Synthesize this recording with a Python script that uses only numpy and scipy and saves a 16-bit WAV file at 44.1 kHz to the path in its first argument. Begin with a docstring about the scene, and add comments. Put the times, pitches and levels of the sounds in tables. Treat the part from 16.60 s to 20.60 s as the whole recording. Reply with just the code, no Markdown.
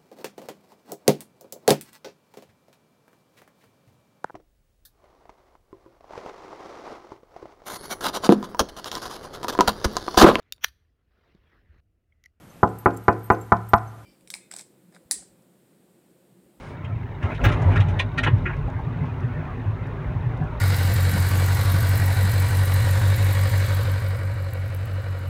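"""Small car rolling onto a concrete bridge

Heard from the cabin: tyre roar is coloured noise plus narrow noise resonances, and body boom and
suspension pounding are low resonant noise. Bumps thump as swelling low sines; trim knocks are bursts
of contacts ringing plastic modes, panels are decaying sines, and loose bits rattle, clink and tick.
After the rough joint the car settles into an even rumble with soft thuds, under a thin hiss."""
import sys
import numpy as np
from scipy import signal
from scipy.fft import rfft, irfft
from scipy.io import wavfile
from scipy.ndimage import uniform_filter1d

SR = 44100
rng = np.random.default_rng(int(sys.argv[2]) if len(sys.argv) > 2 else 0)


def log_audio(samples):
    """Write samples as a 16-bit WAV file to the path given in sys.argv[1]."""
    # one column per channel
    frames = np.atleast_2d(samples).T
    # limit to full scale, then quantise
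    limited = np.clip(frames, -1, 1)
    pcm = np.round(limited * 32767).astype(np.int16)
    wavfile.write(sys.argv[1], SR, pcm)


N = 176400  # 4 s
T = np.arange(N) / SR
HIT = T[:SR // 3]  # clock of a single hit, which stops after a third of a second

# Tyre roar, before the gains below: (time [s], level [dB])
ROAR_LEVEL = [(0, -46.5), (.6, -46), (.64, -38.5), (.73, -35.5), (.77, -49), (.81, -37.5), (.86, -31.5),
              (.99, -35), (1.17, -33.5), (1.26, -39.5), (1.37, -38.5), (1.51, -44.5), (1.62, -38),
              (1.76, -40.5), (2.1, -43.5), (2.65, -42), (3.15, -43), (3.5, -42), (4, -42)]
# Roar colour: (frequency [Hz], relative density [dB])
ROAR_COLOUR = [(25, -11.5), (80, -10), (190, 5.5), (300, 5.5), (490, 4), (750, 3.5), (1100, 0.5),
               (1600, -2.5), (2300, -8.5), (3000, -17.5), (3900, -23), (4800, -33), (6500, -35.5),
               (8000, -43.5), (9500, -38), (12000, -62.5), (16000, -42.5)]
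# Tyre cavity resonances: (frequency [Hz], half-width [Hz], relative level [dB])
TYRE_RINGS = [(252.2, 16.2, -3.5), (358.5, 31, -10.5), (400.7, 37, -8.5), (600.4, 9.8, -12), (940, 160, -9),
              (1402, 30, -44.5), (2029, 150, -21)]
ROAR_GAIN_DB, RING_GAIN_DB = 2.5, 1.5
# Flutter depth, fastest flutter and the edges [Hz] of the bands that flutter
PATCHY_DB, PATCHY_HZ = 3.8, 11
BAND_EDGES = np.geomspace(170, 2700, 26)

# Shaking of the body, before its gain: (time [s], level [dB])
SHAKE_LEVEL = [(0, -43.5), (.18, -35), (.35, -24.5), (.52, -34), (.79, -30.5), (.88, -22.5), (1.2, -20.5),
               (1.35, -22.5), (1.52, -28.5), (1.76, -20.5), (1.92, -29.5), (2.3, -26), (2.75, -29.5),
               (3, -31.5), (3.15, -26.5), (3.38, -31), (3.6, -26), (3.8, -28), (4, -33.5)]
# Cabin resonances: (frequency [Hz], half-width [Hz], relative level [dB])
CABIN_BOOMS = [(101, 21.4, -1), (115.6, 18.5, -5), (150.7, 17, -6)]
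SHAKE_GAIN_DB = -0.5

# Slow pounding of the suspension: (time [s], level [dB])
POUND_LEVEL = [(0, -40.5), (.2, -63), (.38, -38), (.57, -45), (.68, -38.5), (.95, -26), (1.5, -35.5),
               (2, -28.5), (2.4, -43.5), (3, -38), (3.5, -38), (4, -32)]
POUND_HZ, POUND_HALF_WIDTH_HZ = 50.5, 10

# Modes of the plastic trim: (frequency [Hz], relative level [dB], t60 in a knock [s])
TRIM_MODES = [(1070, -15, 0.12), (1388, -7.5, 0.052), (1651, -10, 0.093), (1854, -10, 0.1),
              (2078, -8, 0.05), (2434, -13, .07), (2623, -14, 0.023), (2910, -19, 0.046),
              (3717, -16, 0.035)]
# Chatter of loose bits: (time [s], level [dB])
CHATTER_LEVEL = [(0, -60.5), (.6, -54.5), (.66, -52), (.8, -45), (.88, -35), (1.02, -56), (1.18, -35.5),
                 (1.3, -54), (1.5, -54), (1.9, -53), (2.1, -56), (4, -55.5)]
CHATTER_PER_S, CHATTER_SPREAD_DB, CHATTER_T60_S = 190, 4, 0.031

# Faint steady hiss: (frequency [Hz], relative density [dB])
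HISS_COLOUR = [(1000, 2), (4000, -2.5), (6500, -4.5), (8000, -8), (9300, -14), (11000, -16.5), (13800, -7),
               (15000, 5.5), (16000, 1.5)]
# Brighter opening hiss: (frequency [Hz], relative density [dB])
EARLY_HISS_COLOUR = [(1000, 17.5), (4000, 4.5), (6500, -3.5), (8000, -8), (9800, -4.5), (11000, -23),
                     (16000, -20)]
HISS_DB, EARLY_HISS_DB = -73, -49.5
EARLY_END_S, EARLY_FADE_S = 0.18, .09

# Trim knocks: (time [s], level before part gain [dB], lowest [Hz], highest [Hz],
#               snap relative to that level [dB], chatter length [s])
TRIM_KNOCKS = [(0.244, -43.5, 2550, 2960, -18.5, .004), (0.627, -33, 300, 3040, -23.5, .03),
               (.705, -36.5, 400, 2600, -40, .015), (.745, -41, 1750, 3670, -16, 0.018),
               (.839, -22.5, 504, 3600, -17, .003), (0.85, -20, 280, 3940, -19, .015),
               (0.884, -29, 596, 3740, -20, 0.011), (0.918, -34.5, 1790, 3600, -12.5, 0.019),
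               (1.018, -62.5, 1800, 4050, 11, 0.0034), (1.115, -37, 1300, 3100, -23, 0.019),
               (1.158, -26.5, 1000, 3430, -24.5, 0.013), (1.202, -32, 1682, 3650, -14.5, 0.0067),
               (1.284, -43, 1760, 3700, -10, 0.022), (1.3935, -20, 1880, 3840, -19, .005),
               (1.396, -27, 460, 1120, -36, 0.0081), (1.579, -19, 1300, 4050, -24.5, .011),
               (1.634, -21.5, 1354, 3400, -19.5, .012), (1.662, -22.5, 221, 3180, -43, 0.0079),
               (1.669, -19.5, 243, 3060, -35, .006), (1.857, -24, 1295, 2630, -40.5, .018),
               (1.893, -30, 790, 2400, -41, .012), (1.93, -38.5, 1300, 2850, -34, .01),
               (2.076, -32.5, 614, 784, -33, .002), (2.189, -33.5, 790, 950, -35, 0.0037),
               (2.455, -50, 1970, 4000, -18, 0.0062)]
# Colour of snaps and ticks: (frequency [Hz], relative density [dB])
SNAP_COLOUR = [(2500, 1), (4200, -7.5), (5000, -0.5), (6500, -1.5), (8000, -10.5), (9600, -7.5),
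               (11000, -24.5), (16000, -29.5)]
BODY_GAIN_DB = -1
TOUCHES, TOUCH_DB = 4, -5.5  # further contacts within each chatter
LEAD_S, LEAD_DB = 0.0035, -7.5  # a light graze comes before each knock
TRIM_GAIN_DB, MODE_SPREAD_DB = -9, 2  # modes against the cabin scatter
TRIM_SOFT_HZ = 2900  # upholstery dulls each knock above this
CABIN_T60_S, CABIN_BUILD_S = 0.078, .003
SNAP_T60_S, SNAP_BUILD_S = 0.066, .002

# Wheels meeting bumps: (time [s], envelope peak [dB], pitch [Hz], swell to peak [s])
BUMPS = [(0.63, -12.5, 93.8, 0.015), (.815, -16.5, 53, .03), (0.851, -10.5, 103.5, .02),
         (0.936, -17, 79, 0.012), (1.044, -7.5, 93.3, 0.03), (1.163, -11, 97.8, 0.031),
         (1.29, -15.5, 93.6, 0.023), (1.658, -21, 102, 0.032), (1.722, -8.5, 109, 0.018),
         (1.971, -17.5, 144.6, 0.019), (2.406, -16.5, 144, .016), (2.626, -15, 124.3, 0.025),
         (2.765, -22.5, 155.5, 0.023), (3.054, -16.5, 100.4, 0.028), (3.45, -21, 55, 0.027),
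         (3.55, -17.5, 98.2, .02), (3.651, -17.5, 120.4, 0.019), (3.8, -18, 152, 0.019)]
THUMP_POWER = 2.37  # higher makes a tighter swell

# Jolts stirring the larger panels: (time [s], level before onset shaping [dB], pitch [Hz], t60 [s])
PANEL_NOTES = [(0.638, -30, 205, 0.32), (.86, -27.5, 311, 0.48), (1.12, -23.5, 253.9, 0.32),
               (1.58, -29.5, 254, 0.45), (1.665, -24, 373, 0.1), (1.86, -29, 359.6, 0.25),
               (2.421, -30.5, 248, 0.26), (2.671, -27.5, 244, 0.23), (2.98, -26.5, 255, 0.2)]
PANEL_RISE_S = 0.0022

# Small metal piece at the hardest jolt: (time [s], level before decay [dB])
CLINKS = [(.840, -40), (.848, -34.5)]
# Clink colour: (frequency [Hz], relative density [dB])
CLINK_COLOUR = [(7000, -22), (9500, -10), (12000, -15), (14000, -6), (15300, 5), (16000, -4)]
# Tiny dry ticks: (time [s], level before decay [dB])
DRY_TICKS = [(1.783, -53), (1.968, -56), (2.101, -53), (2.457, -57), (2.606, -55), (3.27, -52),
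             (3.775, -55), (3.84, -55)]
CLINK_T60_S, TICK_T60_S = 0.065, .018

CUTOFF_HZ = 15900


def from_db(db):
    """Turn dB into a linear gain."""
    return 10 ** (np.asarray(db) / 20)


def rms_one(x):
    """Scale a signal to rms 1."""
    return x / np.sqrt(np.mean(x ** 2) + 1e-20)


def level(rows):
    """Gain along a dB curve."""
    return from_db(np.interp(T, *np.transpose(rows)))


def add(out, s, x):
    """Mix a sound in at a time in seconds."""
    i = int(s * SR)
    out[i:i + len(x)] += x[:N - i]


def noise(colour, size=N):
    """Noise of a given colour, drawn over log frequency; rms 1."""
    hz, db = np.transpose(colour)
    f = np.maximum(np.fft.rfftfreq(size, 1 / SR), 1)
    gain = from_db(np.interp(np.log(f), np.log(hz), db))
    return rms_one(irfft(rfft(rng.standard_normal(size)) * gain, size))


def resonance(hz, half_width_hz):
    """Noise through a resonance that halves in amplitude at its half-width; rms 1."""
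    f = np.fft.rfftfreq(N, 1 / SR)
    peak = 1 / (1 + ((f - hz) / half_width_hz) ** 2)
    return rms_one(irfft(rfft(rng.standard_normal(N)) * peak, N))


def dying(t60):
    """Exponential decay of a hit, 60 dB down at t60."""
    return np.exp(-np.log(1000) * HIT / t60)


def build(rise_s):
    """Soft onset of a hit."""
    return 1 - np.exp(-HIT / rise_s)


def ring(hz):
    """Sine of one mode, not yet decaying."""
    return np.sin(2 * np.pi * hz * HIT)


def patchy(x):
    """Each narrow band swells and fades by itself."""
    f, spectrum = np.fft.rfftfreq(N, 1 / SR), rfft(x)
    out = x.copy()
    for low, high in zip(BAND_EDGES, BAND_EDGES[1:]):
        points = rng.standard_normal(int(2 * PATCHY_HZ * N / SR))
        slow = signal.resample_poly(points, 20, 1)
        drift = np.interp(T, np.linspace(0, N / SR, len(slow)), slow)
        gain = rms_one(from_db(PATCHY_DB * drift))
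        band = irfft(spectrum * ((f >= low) & (f < high)), N)
        out += (gain - 1) * band
    return out


def road():
    """Tyres roar on concrete, ring in their cavities and shake the cabin into booming."""
    rings = sum(from_db(db + RING_GAIN_DB) * resonance(hz, width) for hz, width, db in TYRE_RINGS)
    roar = from_db(ROAR_GAIN_DB) * patchy(noise(ROAR_COLOUR))
    boom = sum(from_db(db) * resonance(hz, width) for hz, width, db in CABIN_BOOMS)
    # Even out the boom so that the shake curve sets its level
    boom = boom / np.sqrt(uniform_filter1d(boom ** 2, size=SR // 8))
    return level(ROAR_LEVEL) * (roar + rings) + from_db(SHAKE_GAIN_DB) * level(SHAKE_LEVEL) * boom


def suspension():
    """The sprung body pounds in the deep bass, as evened-out resonant noise."""
    deep = resonance(POUND_HZ, POUND_HALF_WIDTH_HZ)
    return level(POUND_LEVEL) * deep / np.sqrt(uniform_filter1d(deep ** 2, size=SR // 4))


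def chatter():
    """Random light touches of loose bits, each ringing one mode of the trim."""
    out = np.zeros(N)
    touch_chance = CHATTER_PER_S / len(TRIM_MODES) / SR
    for hz, db, _ in TRIM_MODES:
        strength = from_db(CHATTER_SPREAD_DB * np.clip(rng.standard_normal(N), -2, 2))
        touches = (rng.random(N) < touch_chance) * strength
        mode = ring(hz) * dying(CHATTER_T60_S)
        out += from_db(db) * signal.fftconvolve(touches, mode)[:N]
    return level(CHATTER_LEVEL) * rms_one(out)


def hiss():
    """Thin coloured noise, brighter for the first moment."""
    early = np.clip((EARLY_END_S - T) / EARLY_FADE_S, 0, 1)
    steady = from_db(HISS_DB) * noise(HISS_COLOUR)
    return steady + from_db(EARLY_HISS_DB) * early * noise(EARLY_HISS_COLOUR)


def knock_contacts(chatter_s):
    """Impulses of one knock: a graze, the main contact, then quick touches of either sign."""
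    contacts = np.zeros(len(HIT))
    contacts[0] = from_db(LEAD_DB)
    contacts[int(LEAD_S * SR)] = 1
    for k in range(TOUCHES):
        touch_s = LEAD_S + chatter_s * (k + rng.random()) / TOUCHES
        contacts[int(SR * touch_s)] += from_db(TOUCH_DB) * rng.choice([-1, 1])
    return contacts


def knock_body(low_hz, high_hz):
    """One contact rings the trim and scatters round the cabin, dulled by upholstery."""
    body = rng.standard_normal(len(HIT)) * dying(CABIN_T60_S) * build(CABIN_BUILD_S)
    for hz, db, t60 in TRIM_MODES:
        gain = from_db(db + TRIM_GAIN_DB + rng.normal(0, MODE_SPREAD_DB))
        body += gain * rng.choice([-1, 1]) * ring(hz) * dying(t60)
    filters = [signal.butter(5, low_hz, "high", fs=SR, output="sos"),
               signal.butter(8, high_hz, fs=SR, output="sos"),
               signal.butter(2, TRIM_SOFT_HZ, fs=SR, output="sos")]
    return signal.sosfilt(np.vstack(filters), body)


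def knocks():
    """Plastic parts touch several times in quick succession, each with a dull body and sharp snap."""
    out = np.zeros(N)
    for s, db, low_hz, high_hz, snap_db, chatter_s in TRIM_KNOCKS:
        contacts = knock_contacts(chatter_s)
        body = knock_body(low_hz, high_hz)
        snap = noise(SNAP_COLOUR, size=len(HIT)) * dying(SNAP_T60_S) * build(SNAP_BUILD_S)
        for part, part_db in ((body, BODY_GAIN_DB), (snap, snap_db)):
            hit = signal.fftconvolve(contacts, part)[:len(HIT)]
            loudest = np.sqrt(uniform_filter1d(hit ** 2, size=SR // 100).max())  # 10 ms rms
            add(out, s - LEAD_S, from_db(db + part_db) * hit / loudest)
    return out


def thumps():
    """Each bump swells and dies as a low note of the cabin."""
    out = np.zeros(N)
    for s, db, hz, swell in BUMPS:
        u = HIT / swell
        envelope = (u * np.exp(1 - u)) ** THUMP_POWER
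        add(out, s, from_db(db) * envelope * ring(hz))
    return out


def panels():
    """Jolts ring the larger panels as short hollow notes, decaying sines with a soft onset."""
    out = np.zeros(N)
    for s, db, hz, t60 in PANEL_NOTES:
        add(out, s, from_db(db) * ring(hz) * dying(t60) * build(PANEL_RISE_S))
    return out


def small_parts():
    """Bright metal clinks and a few dry ticks, as decaying bursts of noise."""
    out = np.zeros(N)
    for rows, colour, t60 in ((CLINKS, CLINK_COLOUR, CLINK_T60_S), (DRY_TICKS, SNAP_COLOUR, TICK_T60_S)):
        for s, db in rows:
            add(out, s, from_db(db) * noise(colour, size=len(HIT)) * dying(t60))
    return out


def scene():
    """Mix every layer to one channel."""
    steady = road() + suspension() + chatter() + hiss()
    hits = knocks() + thumps() + panels() + small_parts()
    return (steady + hits)[None]


def record(dry):
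    """The microphone loses the deepest bass; a steep filter cuts the top."""
    dry = signal.sosfilt(signal.butter(2, 29, "high", fs=SR, output="sos"), dry)
    return signal.sosfilt(signal.ellip(10, .1, 80, CUTOFF_HZ, fs=SR, output="sos"), dry)


dry = scene()
out = record(dry)
log_audio(out)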